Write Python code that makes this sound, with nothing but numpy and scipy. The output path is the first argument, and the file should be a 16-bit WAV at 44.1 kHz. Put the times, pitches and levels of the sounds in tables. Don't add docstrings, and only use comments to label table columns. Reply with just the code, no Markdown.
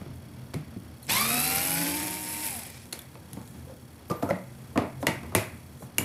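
import sys
import numpy as np
from scipy import signal
from scipy.fft import rfft, irfft, next_fast_len
from scipy.io import wavfile
from scipy.ndimage import uniform_filter1d, map_coordinates

SR = 44100
rng = np.random.default_rng(int(sys.argv[2]) if len(sys.argv) > 2 else 0)


def dump_mix(stems):
    frames = np.atleast_2d(stems).T
    limited = np.clip(frames, -1, 1)
    pcm = np.round(limited * 32767).astype(np.int16)
    wavfile.write(sys.argv[1], SR, pcm)


def boost_factor(decibels):
    exponent = np.asarray(decibels, float) / 20
    return 10 ** exponent


N = 266672

# t/s, motor speed f/Hz, load on the bit level/dB
DRIVE = [(1.08, 135.1, 2.5), (1.12, 169.5, -0.5), (1.19, 211, -1), (1.24, 224.6, -3), (1.32, 236.9, -3),
         (1.47, 253.5, -4.5), (1.8, 283, -5.5), (2.02, 303, -9), (2.12, 307.2, -12), (2.3, 307.7, -14),
         (2.47, 305.2, -15.5)]
# multiple of motor turns, level/dB
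ROTOR = [(1, 2), (2, -13)]
# multiple of motor turns, level/dB
SEGMENTS = [(3, 8.5), (4, -6.5), (6, -4), (9, -10)]
# multiple of motor turns, level/dB
PLANET = [(.298, -10), (.595, 2.5), (1.19, -3), (1.785, -11), (2.38, -6), (3.57, -13), (4.165, -16.5),
          (8.33, -20), (8.93, -6.5)]
# multiple of motor turns, level/dB
MESH = [(5, 0.5), (5.34, 7), (5.67, -2), (6.34, -2.5)]
# multiple of motor turns, level/dB
OVERTONES = [(10.33, -2), (10.67, 4.5), (11, -3), (16, 2), (16.4, -7), (18.35, -4), (18.72, -4),
             (19.05, -6), (21.33, 3), (21.75, -1), (26.67, 3), (32, 4)]
# multiple of motor turns, level/dB
ARCS = [(17.5, -8), (18, -5), (22, -3), (24, -2), (29, -2), (30, -2), (32, 3), (37, 1), (40, 2), (41, 5),
        (43, -3)]
# f/Hz, width f/Hz, level/dB
BRUSH = [(6670, 340, -12), (7800, 600, -8), (8270, 260, 2), (9500, 320, 0), (10230, 700, 3),
         (10990, 480, 4.5), (12050, 670, 2), (12700, 500, -6.5), (14400, 1200, -22)]
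# f/Hz, level/dB per Hz
CASING = [(71, -33), (120, -10), (166, -3), (249, -11), (291, -13.5), (437, -14), (716, -11), (821, -11),
          (1320, -17), (2360, -6.5), (2940, -14), (4900, -13.5), (5250, -10.5), (5700, -15), (7000, -17),
          (8740, -16.5), (15400, -120)]
# f/Hz, level/dB
HOUSING = [(300, -29), (610, -20), (690, -4), (830, -7.5), (1150, -13), (2500, -7.5), (16000, -13.5)]
# f/Hz, level/dB
GEARBOX = [(1400, -29), (2100, 3), (2650, 3), (3000, -5), (3750, 3), (4200, 2), (4400, -6), (4670, 6),
           (4950, -12), (5350, -5), (6600, -12), (9000, -24)]
# motor f/Hz, level/dB
GRIP = [(135, -40), (190, -59), (212, -47.5), (235, -34.5), (259, -45.5), (273, -44.5), (284, -36),
        (303, -40.5)]
# motor f/Hz, level/dB
CARRIER = [(150, -80), (170, -44), (188, -46.5), (210, -55), (237, -47), (283, -42.5), (303, -45.5)]
# f/Hz, level/dB
PRESSED = [(7600, 0.5), (8200, 1.5), (8750, -8), (9400, 3), (10000, -3), (11000, 2.5), (13000, 3.5),
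           (15000, 1)]
# f/Hz, level/dB
LOOSE = [(7600, 1), (8300, -0.5), (8900, 1), (9700, -1.5), (10600, 2.5), (11500, -3), (13000, 1),
         (15000, 1)]

# t/s, knock level/dB, hollowness level/dB, sharpness level/dB
HANDLING = [(.013, -43, 9.5, -13), (.059, -45, 9, -13), (.535, -36.5, 2, -18), (.539, -37.5, 8, 1.5),
            (.549, -49.5, 25, -26), (.762, -51, 18.5, -18), (1.026, -65, 7, 12), (1.05, -59, 0, 7),
            (2.854, -56, 10.5, 13), (3.02, -55, -5, 4), (3.152, -41, -11, -19), (3.302, -51.5, 3, -6),
            (3.33, -48, 8, 11.5), (3.355, -65, 11, -3), (3.369, -36, 3.5, -32), (3.413, -50.5, 1, 2),
            (3.474, -55, -3, 8), (3.694, -47, -15, -28)]
# t/s, knock level/dB, hollowness level/dB, sharpness level/dB, tilt/dB per octave
FLEXING = [(4.098, -28.5, 4, -12.5, -1), (4.107, -33.5, 0, -9, -2), (4.113, -26.5, -16, -12, -4),
           (4.223, -28.5, -1.5, -14, -4), (4.227, -25, -1, -15.5, 1), (4.288, -32, -15.5, -15, 1),
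           (4.299, -26, -1.5, -15, -3), (4.757, -22.5, -1.5, -31, 0), (4.784, -29, 4, -25, -6),
           (4.818, -29.5, -19, -29, -2), (5.026, -27.5, -2.5, -16, 1), (5.084, -35.5, 10.5, -21, 9),
           (5.23, -36.5, -2, -15.5, 1), (5.321, -36, -19, -27, 4.5), (5.823, -38.5, 5.5, -14, 3),
           (6.008, -32.5, 4, -18, 1)]
# t/s, knock level/dB, hollowness level/dB, sharpness level/dB, edge tilt/dB per octave
CLIPS = [
    (1.066, -56, 10, 13, 5),
    (2.924, -43.5, -14, 15, -5),
    (2.927, -40, -14, 12, 0.5),
    (2.989, -53, 2, 18, 1),
    (4.306, -25.5, -7, -18, 2),
    (4.774, -19, -7.5, -12.5, 0),
    (5.0665, -17.5, -12, -4.5, -3),
    (5.348, -17.5, -3.5, 5.5, -1),
    (5.981, -28, 2, 14, 3),
]
# f/Hz, width f/Hz, level/dB
BOOM = [(103.3, 13, 1.5), (132, 19, -2.5), (181, 12, 2.5), (276, 140, -1)]
# f/Hz, width f/Hz, level/dB
KNOCK = [(346, 70, 5.5), (481.5, 32, 4.5), (597, 90, 2), (696, 83, -1), (876, 42, -1), (1116, 630, -5.5)]
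# f/Hz, width f/Hz, level/dB
CLACK = [(1340, 1000, 7), (2150, 380, 8.5), (2540, 150, 4.5), (3040, 740, -17), (4230, 7300, 1)]
# f/Hz, width f/Hz, level/dB
SNAP = [(4400, 6500, 1), (7000, 940, -3), (9600, 1400, -2), (11140, 2500, 6.5), (12800, 1100, -6)]
# f/Hz, level/dB
DULL = [(12300, 0.5), (13500, -4), (15500, -8)]
# t/s, f/Hz, peak level/dB, t60/s
RINGS = [(0.552, 151, -22.5, 0.18), (3.368, 200, -35, .06), (4.105, 186, -17.5, 0.1),
         (4.106, 1208, -28, 0.094), (4.108, 493, -21, .08), (4.226, 678, -18, 0.054),
         (4.227, 1283, -31.5, 0.059), (4.233, 276, -16.5, 0.081), (4.29, 522, -20, 0.077),
         (4.291, 1340, -28.5, 0.1), (4.307, 566, -10, 0.057), (4.307, 2025, -23.5, 0.034),
         (4.322, 185, -19.5, 0.16), (4.76, 692, -23, 0.11), (4.775, 1257, -26, 0.087),
         (4.795, 407, -21, 0.081), (4.759, 298, -20, 0.11), (4.774, 253, -9, 0.078), (4.773, 596, -20, .07),
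         (4.783, 711, -18, 0.079), (4.815, 284, -17.5, .06), (4.861, 273, -24, .05),
         (5.002, 503, -34, 0.056), (5.027, 560, -17, 0.046), (5.028, 281, -19, 0.096),
         (5.068, 900, -22.5, 0.15), (5.067, 2185, -28, 0.14), (5.069, 131.4, -24, 0.19),
         (5.08, 316, -15, 0.059), (5.232, 323, -29.5, .06), (5.349, 636, -12.5, 0.047),
         (5.35, 2610, -33, 0.2), (5.358, 368.4, -21, 0.2), (5.36, 111, -23.5, 0.25), (5.806, 454, -37, .05),
         (5.82, 596, -36, .08), (3.67, 500, -39, .12), (3.695, 520, -35, .12), (3.72, 490, -37, .1),
         (5.384, 2100, -24, .03), (5.4, 2600, -28, .06)]
# t/s, f/Hz, peak level/dB, t60/s
TICKS = [(.545, 2130, -35, .04), (1.027, 12000, -43, .04), (1.03, 9800, -41, .04), (1.031, 4300, -47, .04),
         (1.05, 4000, -46, .02), (1.068, 8300, -34, .012), (2.9285, 4120, -24, 0.013),
         (2.9285, 9000, -31, .015), (2.929, 11500, -28, .015), (2.935, 9800, -38, .02),
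         (2.9905, 11400, -30, .012), (2.993, 3500, -28.5, .012), (3.018, 11500, -39, .012),
         (3.018, 7700, -39, .015), (3.018, 3400, -41, .012), (4.102, 5080, -31, .015),
         (4.114, 5830, -30, .015), (4.292, 6150, -35, .02), (4.308, 750, -9, 0.018),
         (5.068, 2940, -23, 0.057), (5.068, 4480, -31, 0.077), (5.068, 7560, -24.5, .02),
         (5.069, 3550, -34, 0.11), (5.069, 5950, -41, 0.1), (5.087, 1980, -22, .02),
         (5.356, 2445, -21, .06), (5.352, 2010, -29, .12), (5.983, 2400, -20, .04),
         (5.983, 2830, -20, 0.035), (5.992, 7100, -35, 0.14), (5.983, 12300, -13, 0.019),
         (5.983, 10900, -16, .02), (5.983, 7400, -18, .015), (5.0683, 2000, -12, .03),
         (5.069, 10400, -28, 0.027), (5.069, 13000, -31, 0.023), (5.351, 12600, -22, .02),
         (5.352, 9000, -21, .04), (3.331, 11000, -35, 0.022), (4.776, 1890, -21.5, 0.048),
         (.541, 4200, -34, 0.013), (6.011, 11000, -31, .006), (6.011, 12500, -28, .006),
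         (6.011, 14300, -29, .006)]
# t/s, pitch f/Hz, level/dB
SQUEAK = [
    (4.085, 11800, -57),
    (4.112, 12050, -57),
    (4.14, 12050, -62),
    (4.162, 12800, -62),
    (4.165, 11750, -55),
    (4.195, 12400, -60),
    (4.235, 11600, -58),
    (4.27, 12200, -64),
    (4.322, 11600, -64),
]

# t/s, level/dB
FAR = [(0, -40.5), (.24, -41), (.45, -43), (1.06, -46.5), (2.85, -47.5), (3.31, -46), (3.63, -43),
       (3.78, -45.5), (3.99, -49), (4.4, -45), (4.81, -42), (5.15, -40), (5.55, -45), (5.76, -45),
       (5.92, -46), (6.05, -38)]
# f/Hz, level/dB per Hz
RUMBLE = [(12, -58), (20, -6), (48, -23), (70, 0), (119, -3), (172, -17), (193, -38), (228, 7), (259, -38),
          (283, -4), (420, -19), (550, -64), (920, -120)]
# f/Hz, width f/Hz, level/dB
DRONE = [(82.7, 7.7, 2.5), (128, 11, 3.5), (178, 12, -8), (226, 44, -7.5)]
# f/Hz, level/dB per Hz
TONE = [(150, -22.5), (250, -1), (264, -11), (303, -10.5), (522, -12), (1270, -19.5), (1640, -20.5),
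        (4150, -29.5), (5090, -28), (6500, -36), (8450, -58), (14300, -120)]
# f/Hz, level/dB per Hz
RUSTLE = [(2350, -45), (4000, -3), (4540, -32), (4900, -39), (5500, -5), (11200, 0), (12900, -4),
          (15400, -9), (16000, -29)]
# t/s, width t/s, level/dB
MOVES = [
    (1.05, 0.029, 8),
    (2.85, 0.23, 6),
    (3.5, 0.26, 6),
    (4.27, 0.13, 5.5),
    (4.65, 0.41, 4),
    (5.02, 0.014, 11.5),
    (5.2, 0.27, 2.5),
    (5.55, 0.26, 5),
    (5.825, 0.037, 10.5),
]
# multiple of its pitch, level/dB
BUZZ = [(2, -72), (3, -63), (4, -63), (5, -66), (8, -71), (9, -66), (10, -64), (11, -65), (12, -68),
        (13, -73)]
# f/Hz, t60/s
ROOM = [(100, 0.28), (400, 0.29), (1600, 0.47), (2350, 0.54), (3000, 0.34), (6000, 0.28), (14000, 0.32)]


def driver():
    bite_s, seat_s, free_s, slack_s = 1.114, 1.288, 2.055, 0.47
    coast_s, drag_hz = 0.84, 303
    t = np.arange(N) / SR
    held_hz, load_db = curves(DRIVE)
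    off_s = DRIVE[-1][0]
    coast = np.exp(-np.clip(t - off_s, 0, None) / coast_s)
    speed_hz = np.maximum((held_hz + drag_hz) * coast - drag_hz, 20)
    lost_db = 20 * np.log10(held_hz / speed_hz)
    slack = np.clip((t - free_s) / slack_s, 0, 1)
    turns = np.cumsum(speed_hz) / SR

    def law(db, load, lost, slack_db):
        return db + load * load_db - lost * lost_db - slack_db * slack

    def before(s, rise_s):
        return np.clip((s - t) / rise_s, 0, 1)

    def beat(k, depth):
        return 1 + depth * np.cos(2 * np.pi * k * turns + 0.46 * wobble(22.32))

    jolt_db = 4.5 * np.exp(-((t - off_s + 0.0075) / 0.03) ** 2)
    hiss_db = law(-29.5, 0.87, 2, -6) + 0.61 * jolt_db
    hiss_db -= 11 * before(bite_s, 0.039) + 3 * before(seat_s, 0.12)
    grind_db = law(-28, 1, 1.2, -2.5) + jolt_db
    mesh_db = law(-42.5, 2, 3, -3)
    mesh_db += 4 * np.exp(-((speed_hz - 219) / 14) ** 2)
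    mesh_db -= 45 * before(bite_s + 0.0046, 0.093) + 6 * before(1.05, 0.16)
    overtone_db = law(-44, 1.6, 3, 3) - 25 * before(1.105, 0.03) + 4 * (before(1.59, 0.08) - 1)
    rotor_db = law(-0.5, 0, 0, 15) + along(GRIP, speed_hz)
    planet_db = law(0.5, 0, 0, 29) + along(CARRIER, speed_hz)
    segment_db = law(-42, 0.5, 2.5, -0.5) - 19 * before(seat_s + 0.029, 0.059)
    arc_db = law(-53, 0.2, 14, -1) - 12 * before(seat_s + 0.1, 0.2)

    brush = filtered(rung(BRUSH), lambda hz: boost_factor(-12 * np.exp(-((hz - 8740) / 210) ** 2)))
    tight = np.clip(1.5 + load_db / 8, 0, 1)
    pressed = filtered(brush, lambda hz: boost_factor(along(PRESSED, hz)))
    loose = filtered(brush, lambda hz: boost_factor(along(LOOSE, hz)))
    brush = tight * pressed + (1 - tight) * loose
    brush *= beat(0.39 / 2, np.clip(lost_db / 7, 0, 0.8))
    brush *= boost_factor(7 * (before(2.716, 0.036) - 1))
    hiss = brush * beat(0.69, 0.28) * beat(1.4, 0.38) * beat(0.33, 0.32)
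    hiss = unit(hiss * boost_factor(1.65 * wobble(90) + 0.6 * wobble(26.35)))
    grind = unit(noise(CASING) * beat(0.93, 0.26) * beat(0.33, 0.15) * boost_factor(1.7 * wobble(90)))

    segments = boost_factor(segment_db + 2.5) * orders(SEGMENTS, turns, 0.71, 0.18)
    shudder = np.interp(t, [2.55, 2.58, 2.64, 2.68], [0, 1, 1, 0])
    segments += boost_factor(-45) * shudder * np.sin(2 * np.pi * 4 * turns)
    motor = boost_factor(arc_db) * orders(ARCS, turns, 2.2, 0.1)
    motor += boost_factor(rotor_db) * orders(ROTOR, turns, 1.5, 0.66)
    motor += filtered(segments, lambda hz: boost_factor(along(HOUSING, hz)))

    gears = boost_factor(planet_db) * orders(PLANET, turns, 2, 0.2)
    uneven = boost_factor(mesh_db - 1 + 2.2 * wobble(60)) * beat(1 / 3, 0.5)
    gears += uneven * orders(MESH, turns, 2, 0.7)
    whine = boost_factor(overtone_db + 4 - 5 * lost_db + 1.2 * wobble(70)) * beat(1 / 3, 0.45)
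    whine *= orders(OVERTONES, turns, 1.8, 0.14)
    gears += filtered(whine, lambda hz: boost_factor(along(GEARBOX, hz)))
    on = np.interp(t, [1.074, 1.085, 1.094, 1.098, 2.84, 2.88], [0, 0.14, 0.62, 0.98, 1.0, 0.053])
    return on * (boost_factor(hiss_db) * hiss + boost_factor(grind_db - 1.5) * grind + motor + gears)


def contacts():
    out = np.zeros(N + SR)
    t, hz = np.arange(16384) / SR, np.fft.rfftfreq(16384, 1 / SR)
    # modes, trim dB, push s, room dB
    parts = [(BOOM, 1, 0.003, -1), (KNOCK, 2, 0.002, 1), (CLACK, 4, 0.0008, -3), (SNAP, 9, 0.0006, -4)]
    lag_s = 0.0018
    kinds = [(HANDLING, 2), (FLEXING, -5.5), (CLIPS, 1.5)]
    rows = [(rib_db, *row) for table, rib_db in kinds for row in table]
    for rib_db, s, db, hollow_db, sharp_db, *tilt_db in rows:
        part_db = hollow_db, 0, 0.37 * sharp_db + rib_db, sharp_db
        hit, spread = np.zeros(len(t)), np.zeros(len(hz))
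        soft = np.clip((max(hollow_db, 0) - sharp_db - 11 - 7 * (rib_db > 0)) / 7, 0, 1)
        late = np.clip(t - lag_s * (1 - 0.77 * soft), 0, 1)
        for (modes, trim_db, push_s, wet_db), level_db in zip(parts, part_db):
            power = body(modes, scatter_db=1.8)(hz)
            if modes is KNOCK or modes is SNAP:
                power = power * boost_factor(2 * sum(tilt_db) * np.log2(hz / modes[2][0] + 0.085))
            fade_s = push_s + 0.0022 * soft * (modes is SNAP)
            push = rng.standard_normal(len(t)) * late * np.exp(-late / fade_s)
            push[round((lag_s + push_s) * SR)] += 0.85 * (1 - soft) * np.linalg.norm(push)
            ring = irfft(rfft(push) * causal(power))
            ring *= boost_factor(db + level_db + trim_db * (1 - 0.44 * soft)) / np.abs(ring).max()
            hit += ring
            spread += boost_factor(2 * wet_db) * power * np.sum(ring ** 2) / power.mean()
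        out[round(s * SR):][:len(t)] += hit + room(irfft(causal(spread)))
    return filtered(out[:N], lambda hz: boost_factor(along(DULL, hz)))


def panel():
    out, t = np.zeros(N + SR), np.arange(SR // 3) / SR
    modes = RINGS + TICKS
    neighbours = rng.uniform(-0.996, 1, (len(modes), 2, 5, 1))
    for (s, hz, db, t60), (off, phase) in zip(modes, neighbours):
        crowd = np.clip((hz / 1200) ** 2, 0.08, 1)
        near_hz = hz * (1 + 0.06 * off)
        near = np.sin(2 * np.pi * near_hz * t + np.pi * phase).sum(axis=0)
        group = (1.4 - crowd) * np.sin(2 * np.pi * hz * t) + 0.6 * crowd * near
        swell = 1 - np.exp(-t * hz / 0.8)
        out[round(s * SR):][:len(t)] += boost_factor(db - 5.5 - 60 * t / t60) * swell * group
    far = filtered(out[:N], lambda hz: boost_factor(along([(1500, -0.5), (4000, -5.5)], hz)))
    return out[:N] + boost_factor(-6) * room(far)


def squeak():
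    pitch_hz, level_db = curves(SQUEAK)
    turns = np.cumsum(uniform_filter1d(pitch_hz, size=500) * (1 + 0.0028 * wobble(150))) / SR
    upper = boost_factor(-7 + 2 * wobble(30)) * np.sin(2 * np.pi * 1.19 * turns)
    held = np.interp(np.arange(N) / SR, [4.075, 4.087, 4.32, 4.332], [0, 1, 1, 0])
    return held * boost_factor(level_db + 3.0 + 1.1 * wobble(60)) * (np.sin(2 * np.pi * turns) + upper)


def buzz():
    t = np.arange(N) / SR
    pitch_hz = 1108.5
    bursts = np.clip(3 * np.cos(2 * np.pi * (35.3 * t + 0.2 * wobble(20))) - 1.3, 0, 1)
    whine = sum(boost_factor(db) * np.sin(2 * np.pi * k * pitch_hz * t) for k, db in BUZZ)
    sparks = (rng.random(N) < 70 / SR) * boost_factor(-3 + 3 * rng.standard_normal(N))
    ticks = filtered(sparks, lambda hz: boost_factor(along([(3000, -24), (9000, 4.5), (14000, 0)], hz)))
    return bursts * whine + boost_factor(-37) * ticks


def background():
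    t = np.arange(N) / SR
    rumble_db, = curves(FAR)
    tone_db = -53.5 + 0.14 * (rumble_db + 43.5) + 4 * np.exp(-t / 0.12)
    rustle_db = -62.5 + sum(db * np.exp(-((t - s) / width) ** 2) for s, width, db in MOVES)
    lumps = wobble(11)
    rumble = boost_factor(-2.5) * rung(DRONE) + boost_factor(-9.5) * noise(RUMBLE)
    rumble *= boost_factor(rumble_db + 0.68 * lumps)
    tone = boost_factor(tone_db + 0.74 * lumps + 0.85 * wobble(25.36)) * noise(TONE)
    rustle = boost_factor(rustle_db - 3.0 + 0.62 * wobble(21.15)) * noise(RUSTLE)
    return rumble + tone + rustle


def room(x):
    hz, t, z = signal.stft(rng.standard_normal(SR // 2), SR, nperseg=256)
    decay = boost_factor(-60 * t / along(ROOM, hz)[:, None])
    tail = signal.istft(z * decay, SR, nperseg=256)[1]
    return signal.fftconvolve(np.pad(x, (180, 0)), tail / np.linalg.norm(tail))[:len(x)]


def orders(table, turns, flutter_db, blur):
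    run = slice(SR, 3 * SR)
    tones = 0
    for k, db in table:
        level = boost_factor(db + 2.0 + flutter_db * wobble(14)[run])
        phase = 2 * np.pi * k * turns[run] + blur * np.sqrt(k) * wobble(40)[run]
        tones = tones + level * np.sin(phase)
    return np.pad(tones, (run.start, N - run.stop))


def body(modes, scatter_db):
    gains = boost_factor(scatter_db * rng.standard_normal(len(modes)))
    low, high = 0.75 * modes[0][0], 1.06 * modes[-1][0]

    def power(f):
        edges = f ** 6 / (low ** 6 + f ** 6) * high ** 6 / (high ** 6 + f ** 6)
        peaks = sum((g * boost_factor(db) * f * w) ** 2 / ((c * c - f * f) ** 2 + (f * w) ** 2)
                    for (c, w, db), g in zip(modes, gains))
        return edges * peaks

    return power


def rung(modes):
    power = body(modes, scatter_db=1.5)
    return unit(filtered(rng.standard_normal(N), lambda hz: np.sqrt(power(hz))))


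def noise(spectrum):
    return unit(filtered(rng.standard_normal(N), lambda hz: boost_factor(along(spectrum, hz))))


def causal(power):
    cepstrum = irfft(np.log(power + 1e-9 * power.max()) / 2)
    half = len(cepstrum) // 2
    cepstrum[1:half] *= 2
    cepstrum[half + 1:] = 0
    return np.exp(rfft(cepstrum))


def filtered(x, response):
    m = next_fast_len(len(x) + 8192)
    return irfft(rfft(x, m) * response(np.fft.rfftfreq(m, 1 / SR)), m)[:len(x)]


def wobble(rate):
    at = np.arange(0, N + 32, 32)
    knots = rng.standard_normal(int(N * rate / SR) + 4)
    return np.interp(np.arange(N), at, map_coordinates(knots, [at * rate / SR]))


def curves(rows):
    s, *cols = np.transpose(rows)
    return [np.interp(np.arange(N) / SR, s, c) for c in cols]


def along(points, hz):
    f, v = np.transpose(points)
    return np.interp(np.log(hz + 1), np.log(f + 1), v)


def unit(x):
    return x / np.sqrt(np.mean(x ** 2) + 1e-20)


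def scene():
    tool = driver()
    cabinet = contacts() + panel() + squeak()
    return (tool + boost_factor(-9.0) * room(tool) + cabinet + background() + buzz())[None]


def roll_off(x):
    return signal.sosfilt(signal.butter(12, 16690, fs=SR, output="sos"), x)


def record(dry):
    top_hz = 15600

    def limit(hz):
        over_hz = hz - top_hz
        return boost_factor(-30 * np.clip(over_hz / 100, 0, 1) - 12 * np.clip(over_hz / 1000, 0, 1))

    mix = filtered(dry[0], limit)[None]
    return roll_off(mix)


dry = scene()
out = record(dry)
dump_mix(out)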